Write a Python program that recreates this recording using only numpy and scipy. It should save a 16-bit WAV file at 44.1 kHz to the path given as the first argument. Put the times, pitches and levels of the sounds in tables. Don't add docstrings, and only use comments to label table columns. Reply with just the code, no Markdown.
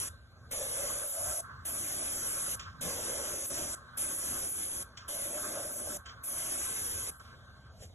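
import sys
import numpy as np
from scipy import signal
from scipy.fft import rfft, irfft, next_fast_len
from scipy.io import wavfile
from scipy.ndimage import uniform_filter1d

SR = 44100
rng = np.random.default_rng(int(sys.argv[2]) if len(sys.argv) > 2 else 0)


def voltage_ratio(level):
    return 10 ** (np.asarray(level, float) / 20)


def to_wav(s):
    ch = np.atleast_2d(s).T
    pcm = np.round(np.clip(ch, -1, 1) * 32767)
    wavfile.write(sys.argv[1], SR, pcm.astype(np.int16))


N = 350154
T = np.arange(N) / SR
HOP, SIZE = 128, 512

# [open t/s, shut t/s, tip hiss at open level/dB, at shut level/dB, boards drumming level/dB]
STROKES = [
    (0, .092, -37.5, -43.5, -59),
    (.508, 1.412, -39.5, -39, -45),
    (1.648, 2.558, -39, -38, -54.5),
    (2.808, 3.753, -41, -41.5, -44.5),
    (3.969, 4.836, -36.5, -40.5, -51.5),
    (5.078, 5.978, -39.5, -43, -46),
    (6.233, 7.107, -37.5, -40.5, -54),
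]
# [lawn echo lag at open t/ms, at shut t/ms, mist below 8 kHz relative level/dB,
# posts rumbling level/dB, boards change by the end level/dB]
SWEEPS = [
    (2.2, 1.6, -3.5, -60, -4),
    (1.58, 2.6, -3.5, -60.5, 1),
    (3.4, 1.28, -5, -57, -2),
    (1.73, 3.5, -1.5, -54.5, -6.5),
    (3.5, 2, -6, -56.5, -6),
    (1.77, 3.12, -4.5, -54.5, -1),
    (3.22, 1.83, -5, -59.5, -2.5),
]
# [tip crosses rail t/s, board note before f/Hz, after f/Hz, fan opening t/s, surge level/dB]
RAIL = [
    (.05, 505, 470, .02, 0),
    (1.1, 538, 630, .015, -0.5),
    (2.13, 620, 535, 0.008, 1.5),
    (3.5, 523, 617, 0.0068, 1),
    (4.35, 572, 534, 0.0084, 1),
    (5.3, 586, 576, .012, -1.5),
    (6.6, 618, 470, 0.04, 1.5),
]
# [f/Hz, level/dB per Hz]
JET_SPECTRUM = [(150, -11), (300, -14.5), (600, -16.5), (900, -15), (1300, -13.5), (2000, -11), (3200, -10),
                (4500, -13), (6000, -7.5), (7500, -5), (9000, 0.5), (10300, 2), (11600, -3)]
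# [f/Hz, level/dB per Hz]
AIR_SPECTRUM = [(25, -40), (50, -5.5), (85, -5), (150, -9.5), (300, -21), (600, -14), (850, -22),
                (1450, -23.5), (1900, -28), (2600, -30.5), (4000, -22), (5500, -31), (8000, -34),
                (11500, -38.5)]
# [f/Hz, width f/Hz, level/dB]
GEARS = [(1116.5, 77, 2.5), (1215, 55, 3), (1333, 42, 5.5), (1541, 91, 3.5)]
# [multiple of HUM_HZ, level/dB]
HUM = [(1, -69), (2, -72), (10, -76), (11, -80), (12, -72), (13, -64)]
# [t/s, whine level/dB]
EFFORT = [(0, -51.5), (.26, -66.5), (.5, -62.5), (.86, -48), (1.3, -48), (1.7, -53), (2.14, -52.5),
          (2.35, -48.5), (2.62, -52.5), (2.8, -52.5), (3.1, -49.5), (3.85, -55.5), (4.05, -51),
          (4.9, -56.5), (5.5, -49), (6.2, -54), (6.7, -52), (7.5, -61)]
# [t/s, level/dB]
GUSTS = [(0.0, -55.5), (0.88, -55), (1.13, -60.5), (1.3, -48.5), (1.35, -57), (1.64, -53.5), (2.39, -58.5),
         (2.56, -54.5), (4.25, -60), (4.31, -53.5), (4.38, -55.5), (5.79, -64), (5.88, -52), (6.26, -63.5),
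         (6.96, -53), (7.21, -60.5), (7.85, -54), (7.94, -56)]
# [t/s, length t/s, first f/Hz, last f/Hz, level/dB]
BIRDS = [
    (.17, .07, 4300, 4200, -72),
    (.185, .07, 3750, 3650, -72),
    (.35, .045, 4400, 3950, -69),
    (3.86, .08, 4100, 3700, -73),
    (7.345, .035, 3800, 3720, -73),
]
# [t/s, crunch level/dB, crunch t60/s, drag level/dB, drag t60/s]
STEPS = [
    (2.596, -44, 0.11, -53, 0.39),
    (4.974, -44.5, 0.086, -55.5, 0.32),
    (6.06, -46.5, .06, -50.5, 0.19),
    (7.198, -57, 0.041, -60, 0.51),
]
# [f/Hz, width f/Hz, level/dB]
BLADES = [(3150, 700, 0), (5200, 900, -1), (7200, 900, -1)]
# [from t/s, to t/s, depth level/dB]
DUCKS = [
    (0.998, 1.2, -1.5),
    (3.462, 3.502, 10),
    (4.485, 4.557, 1.5),
    (5.647, 5.86, 1),
]
# [centre t/s, length t/s, depth level/dB]
SAGS = [(0.292, 0.44, 4), (0.692, 0.34, 2.5), (1.104, 0.38, 8.5), (1.384, .14, 4.5), (1.95, .3, 0.5),
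        (3.402, 0.16, 3.5), (3.586, .2, -3), (4.178, 0.12, 3.5), (4.529, 0.21, 4.5), (4.674, .14, 3),
        (4.926, 0.11, 0.5), (5.213, 0.62, 3.5), (5.492, 0.16, -1.5), (5.754, 0.25, 3), (6.033, 0.074, 6),
        (6.264, .12, 5), (7.187, .04, 6.5), (7.235, .04, 6)]
# [f/Hz, left lead phase/rad, likeness 0-1, left minus right level/dB]
PORTS = [(60, .1, .98, 0), (120, .3, .95, -.5), (250, .6, .8, -1), (600, .5, .82, -.6),
         (1000, -.5, .7, -.6), (1500, -1.4, .7, -1.2), (2000, -1.6, .3, -2), (2600, -3, .65, -3.5),
         (3250, -4.9, .75, -3), (4000, -3.85, .95, -1), (4650, -3.14, .97, 0), (5300, -2.4, .97, 0),
         (6100, -.8, .97, 0), (6800, 0, .97, 0), (8900, 3.14, .97, 0), (11300, 6.28, .97, 0),
         (13000, 8.5, .97, 0)]

RAIL_S = 0.25
SURGE_S, SURGE_WIDE_S = 0.045, 0.017
TIP_RISE_DB, TIP_FLUTTER_DB = -7.0, .5
MIST_LATE_DB, MIST_LATE_S = -4.5, 0.14
WOOD_RISE_DB, WOOD_RISE_S, WOOD_FLUTTER_DB = -10.5, 0.017, 2
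POST_ARCH_DB, SPLASH_FALL_DB = 1.5, -5.5
HUM_HZ, PUMP_OFF_S = 119.93, 7.73
CRUNCH_RISE_S, CRUNCH_HZ = 0.0016, (1300, 7600)
DRAG_LATE_S, DRAG_RISE_S, DRAG_HZ = 0.036, 0.022, (1200, 6000)
THUD_S, THUD = 2.87, (-45.5, 0.07, 0.2, 130, 256)
TICK_S, TICK = 7.18, (-60, -1.16, 0.4, 7903, 12397)
SCUFF_S, SCUFF = 7.833, [(-50, 0.022, .17, 4800, 14000), (-56.5, .022, .15, 1400, 3900),
                         (-50, .0003, 0.008, 1500, 12600), (-52.5, 0.027, 0.092, 400, 726)]
LET_GO_DB, LET_GO_S = 3, 0.068


def evened(x):
    return x / np.sqrt(np.mean(x ** 2) + 1e-20)


def read(points, hz):
    f, value = np.transpose(points)
    return np.interp(np.log(hz + 1), np.log(f + 1), value)


def coloured(points, patchy_db=0.):
    hz = np.fft.rfftfreq(2 * SIZE, 1 / SR)
    frames = N // (2 * HOP) + 5
    a, b, patches = rng.standard_normal((frames, len(hz), 2, 3)).T
    patches = uniform_filter1d(patches[0], size=12, axis=0)
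    patches = evened(uniform_filter1d(patches, size=12, axis=1))
    z = (a + 1j * b) * voltage_ratio(read(points, hz)[:, None] + patchy_db * patches)
    return evened(signal.istft(z, nperseg=2 * SIZE, noverlap=2 * (SIZE - HOP))[1][:, :N])


def resonate(x, hz, width):
    r = np.exp(-np.pi * width / SR)
    if np.isscalar(hz):
        c = r * np.cos(2 * np.pi * hz / SR)
        return signal.lfilter([2 * (1 - r), -2 * (1 - r) * c], [1, -2 * c, r * r], x)
    turn = np.exp(2j * np.pi * np.cumsum(hz) / SR)
    return 2 * (turn * signal.lfilter([1 - r], [1, -r], x / turn + 1e-18)).real


def split(x, hz):
    low = signal.sosfiltfilt(signal.butter(6, hz, fs=SR, output="sos"), x)
    return low, x - low


def along(first, last):
    times = np.ravel([row[:2] for row in STROKES])
    return np.interp(T, times, np.ravel(np.transpose([first, last])))


def wander(size):
    once = uniform_filter1d(rng.standard_normal(N), size=size)
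    return evened(uniform_filter1d(once, size=size))


def wand():
    opens, _, hiss_a, hiss_b, drum = np.transpose(STROKES)
    lag_a, lag_b, mist, post, tilt = np.transpose(SWEEPS)
    stroke = np.searchsorted(opens, T, "right").clip(1) - 1
    since = T - opens[stroke] + (stroke == 0)
    down = (lag_b < lag_a)[stroke]
    cross, before_hz, after_hz, opening, surge_db = np.transpose(RAIL)[:, stroke]
    note_hz = before_hz + (after_hz - before_hz) * np.clip(.5 + (T - cross) / RAIL_S, 0, 1)

    surge = np.exp(-((since - SURGE_S) / SURGE_WIDE_S) ** 2)
    hiss_db = along(hiss_a, hiss_b) + surge_db * surge + TIP_FLUTTER_DB * wander(size=1500)
    hiss_db = hiss_db + TIP_RISE_DB * np.exp(-since / opening)
    mist_db = mist[stroke] + MIST_LATE_DB * down * np.exp(-(since / MIST_LATE_S) ** 2)

    rise_db = WOOD_RISE_DB * np.exp(-since / WOOD_RISE_S)
    drum_db = along(drum, drum + tilt) + rise_db + WOOD_FLUTTER_DB * wander(size=1500)
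    arch = np.sin(np.pi * along(0 * opens, 0 * opens + 1))
    post_db = post[stroke] + POST_ARCH_DB * (2 * arch - 1) + rise_db + WOOD_FLUTTER_DB * wander(size=1500)
    splash_db = SPLASH_FALL_DB * ~down * along(0 * opens - .5, 0 * opens + .5)
    return hiss_db, mist_db, drum_db, note_hz, post_db, splash_db


def lawn_echo(x, share):
    lag_a, lag_b = np.transpose(SWEEPS)[:2]
    late = np.arange(N) - along(lag_a, lag_b) * SR / 1000
    low = split(x, 2100)[0]
    return x + share * np.array([np.interp(late, np.arange(N), row) for row in low])


def trigger_valve():
    valve = 0
    for a, b, *_ in STROKES:
        valve = valve + np.clip((T - a) / .006 + (a == 0), 0, 1) * np.clip((b - T) / .008, 0, 1)
    spit = sum(np.exp(-abs(T - a - .006) / 0.019) for a, *_ in STROKES[1:])
    return valve * (1 + 0.27 * spit)


def paint_jet(hiss_db, mist_db, splash_db):
    mist, hiss = split(coloured(JET_SPECTRUM, patchy_db=1.6), 7900)
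    splash, mist = split(mist, 4600)
    splash = voltage_ratio(0.83 * mist_db + splash_db + 3) * lawn_echo(splash, share=.5)
    return voltage_ratio(hiss_db + 6.5) * (hiss + voltage_ratio(mist_db + 6.0) * mist + splash)


def fence(drum_db, drum_hz, post_db):
    knocks = rng.standard_normal((N, 2, 2)).T
    boards = resonate(resonate(knocks[0], drum_hz, 120), drum_hz, 260)
    overtone = resonate(resonate(knocks[0], 1.27 * drum_hz, 260), 1.6 * drum_hz, 560)
    boards = voltage_ratio(drum_db - 1.5) * evened(boards + 0.14 * overtone)
    posts = voltage_ratio(post_db) * evened(resonate(resonate(knocks[1], 312, 180), 210, 230))
    return boards + posts


def sprayer():
    hiss_db, mist_db, drum_db, drum_hz, post_db, splash_db = wand()
    direct = trigger_valve() * (paint_jet(hiss_db, mist_db, splash_db) + fence(drum_db, drum_hz, post_db))
    tail = rng.standard_normal((8000, 2)).T * voltage_ratio(-60 * T[:8000] / .17)
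    tail = tail / np.linalg.norm(tail[0])
    return direct + voltage_ratio(-12.5) * signal.oaconvolve(direct, tail, axes=1)[:, :N]


def pump():
    s, whine_db = np.transpose(EFFORT)
    noise = rng.standard_normal((N, 2)).T
    gears = evened(sum(voltage_ratio(db) * resonate(resonate(noise, hz, w), hz, 3 * w) for hz, w, db in GEARS))
    waver = voltage_ratio(1.8 * evened(uniform_filter1d(rng.standard_normal((N, len(HUM))), size=9000, axis=0))).T
    hum = 0
    for (k, db), w in zip(HUM, waver):
        hum = hum + np.sqrt(2) * voltage_ratio(db) * w * np.sin(2 * np.pi * k * HUM_HZ * T + k * k)
    running = np.clip((PUMP_OFF_S - T) / 0.025, 0, 1)
    whine = voltage_ratio(np.interp(T, s, whine_db) + 2.8 * wander(size=1200)) * gears
    return whine * (0.19 + 0.61 * running) + running * hum * [[1], [0]]


def yard():
    s, wind_db = np.transpose(GUSTS)
    wind = evened(resonate(resonate(rng.standard_normal((N, 2)).T, 74.7, 43), 78, 110))
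    wind = split(wind, 42)[1]
    return voltage_ratio(-60.5) * coloured(AIR_SPECTRUM, patchy_db=2.5) + voltage_ratio(np.interp(T, s, wind_db) + 1.25) * wind


def birds():
    out = np.zeros(N)
    for s, length, a_hz, c_hz, db in BIRDS:
        u = np.clip((T - s) / length, 0, 1)
        middle_hz = (a_hz + c_hz) / 2 + 130
        hz = uniform_filter1d(np.interp(u, [0, .5, 1], [a_hz, middle_hz, c_hz]), size=600)
        out += voltage_ratio(db) * np.sin(np.pi * u) * np.sin(2 * np.pi * np.cumsum(hz) / SR)
    return out * [[1], [0]]


def steps():
    out = np.zeros((2, N))
    snap_db = 0.9 * np.minimum(rng.exponential(1, N // 60 + 1), 4).repeat(60)[:N]
    snaps = rng.standard_normal((N, 2)).T * voltage_ratio(snap_db)
    snaps = snaps + 1.6 * sum(voltage_ratio(db) * resonate(snaps, hz, width) for hz, width, db in BLADES)
    puffs = [(TICK_S, *TICK), (THUD_S, *THUD)] + [(SCUFF_S, *layer) for layer in SCUFF]
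    for s, db, t60, drag_db, drag_t60 in STEPS:
        puffs.append((s, db, CRUNCH_RISE_S, t60, *CRUNCH_HZ))
        puffs.append((s + DRAG_LATE_S, drag_db, DRAG_RISE_S, drag_t60, *DRAG_HZ))
    for s, db, rise, t60, low_hz, high_hz in puffs:
        swell = np.exp(np.minimum(T - s, 0) / rise)
        fall = voltage_ratio(-60 * np.maximum(T - s, 0) / t60)
        shape = np.where(T < s, swell, fall)
        band = signal.butter(4, [low_hz, high_hz], "bandpass", fs=SR, output="sos")
        near = slice(round((s - .2) * SR), round((s + .6) * SR))
        out[:, near] += voltage_ratio(db) * shape[near] * evened(signal.sosfilt(band, snaps[:, near]))
    return out


def scene():
    return sprayer() + pump() + yard() + birds() + steps()


def microphone_ports(dry):
    size = next_fast_len(N)
    f = np.fft.rfftfreq(size, 1 / SR)
    hz, *columns = np.transpose(PORTS)
    lead, same, tilt_db = (np.interp(f, hz, c) for c in columns)
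    same = np.clip(same, 0, 1)
    shared, own = rfft(dry, size)
    right = (same * shared + np.sqrt(1 - same ** 2) * own) * np.exp(-1j * lead)
    return irfft(np.array([shared * voltage_ratio(tilt_db / 2), right / voltage_ratio(tilt_db / 2)]), size)[:, :N]


def noise_reducer(pair):
    low, high = split(pair, 7900)
    duck_db = sum(db * (T > a) * (T < b) for a, b, db in DUCKS)
    duck_db = duck_db + sum(db * np.cos(np.pi * np.clip((T - s) / length, -.5, .5)) ** 2 for s, length, db in SAGS)
    duck_db = duck_db - LET_GO_DB * sum((T > s) * np.exp(-abs(T - s) / LET_GO_S) for s, *_ in STEPS)
    return high + low / voltage_ratio(uniform_filter1d(duck_db, size=150))


def empty_weak_bands(pair, mid_db, side_db, unrest_db, starve_db):
    shift = 338
    mid_side = np.pad([pair[0] + pair[1], pair[0] - pair[1]], ((0, 0), (shift, 0))) / 2
    hz, t, z = signal.stft(mid_side, SR, "cosine", nperseg=2048)
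    band = np.floor(44 * np.log(1 + hz / 3000)).astype(int)
    starts = np.flatnonzero(np.diff(band, prepend=-1))
    power = np.add.reduceat(abs(z) ** 2, starts, axis=1)
    power_db = 10 * np.log10(uniform_filter1d(power, size=2, axis=2) + 1e-30)
    total_db = 10 * np.log10((abs(z) ** 2).sum((0, 1)) + 1e-30)

    jump = abs(np.diff(total_db, prepend=total_db[0])) > 7
    ducked = sum(abs(t - (a + b) / 2) < .03 for a, b, _ in DUCKS) > 0
    drift = evened(uniform_filter1d(rng.standard_normal((len(t), 2, 1)), size=12, axis=0))
    flutter = evened(uniform_filter1d(rng.standard_normal((len(t), 2, len(starts))), size=3, axis=0))
    allowed_db = np.array([mid_db, side_db])[:, None, None] + unrest_db * (drift + flutter).T.swapaxes(0, 1)
    allowed_db += 9 * jump + 7 * ducked * (hz[starts] > 10600)[:, None]
    low_spared_db = 8 * np.exp(-hz[starts] / 1600) + 26 * np.exp(-hz[starts] / 150)
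    allowed_db += low_spared_db[:, None]

    keep = power_db > power_db[::-1] - allowed_db
    keep &= power_db > starve_db + 3 * flutter.T.swapaxes(0, 1)
    edge_hz = 11800 + 90 * flutter[:, 0, 0] + 550 * (jump | ducked)
    kept = z * keep[:, band] * (hz[:, None] < edge_hz)
    mid, side = signal.istft(kept, SR, "cosine", nperseg=2048)[1][:, shift:shift + N]
    return np.array([mid + side, mid - side])


def roll_off(x):
    return signal.sosfilt(signal.butter(12, 12890, fs=SR, output="sos"), x)


def record(dry):
    pair = noise_reducer(microphone_ports(dry))
    mix = empty_weak_bands(pair, mid_db=5, side_db=2.5, unrest_db=2.5, starve_db=-99)
    return roll_off(mix)


dry = scene()
out = record(dry)
to_wav(out)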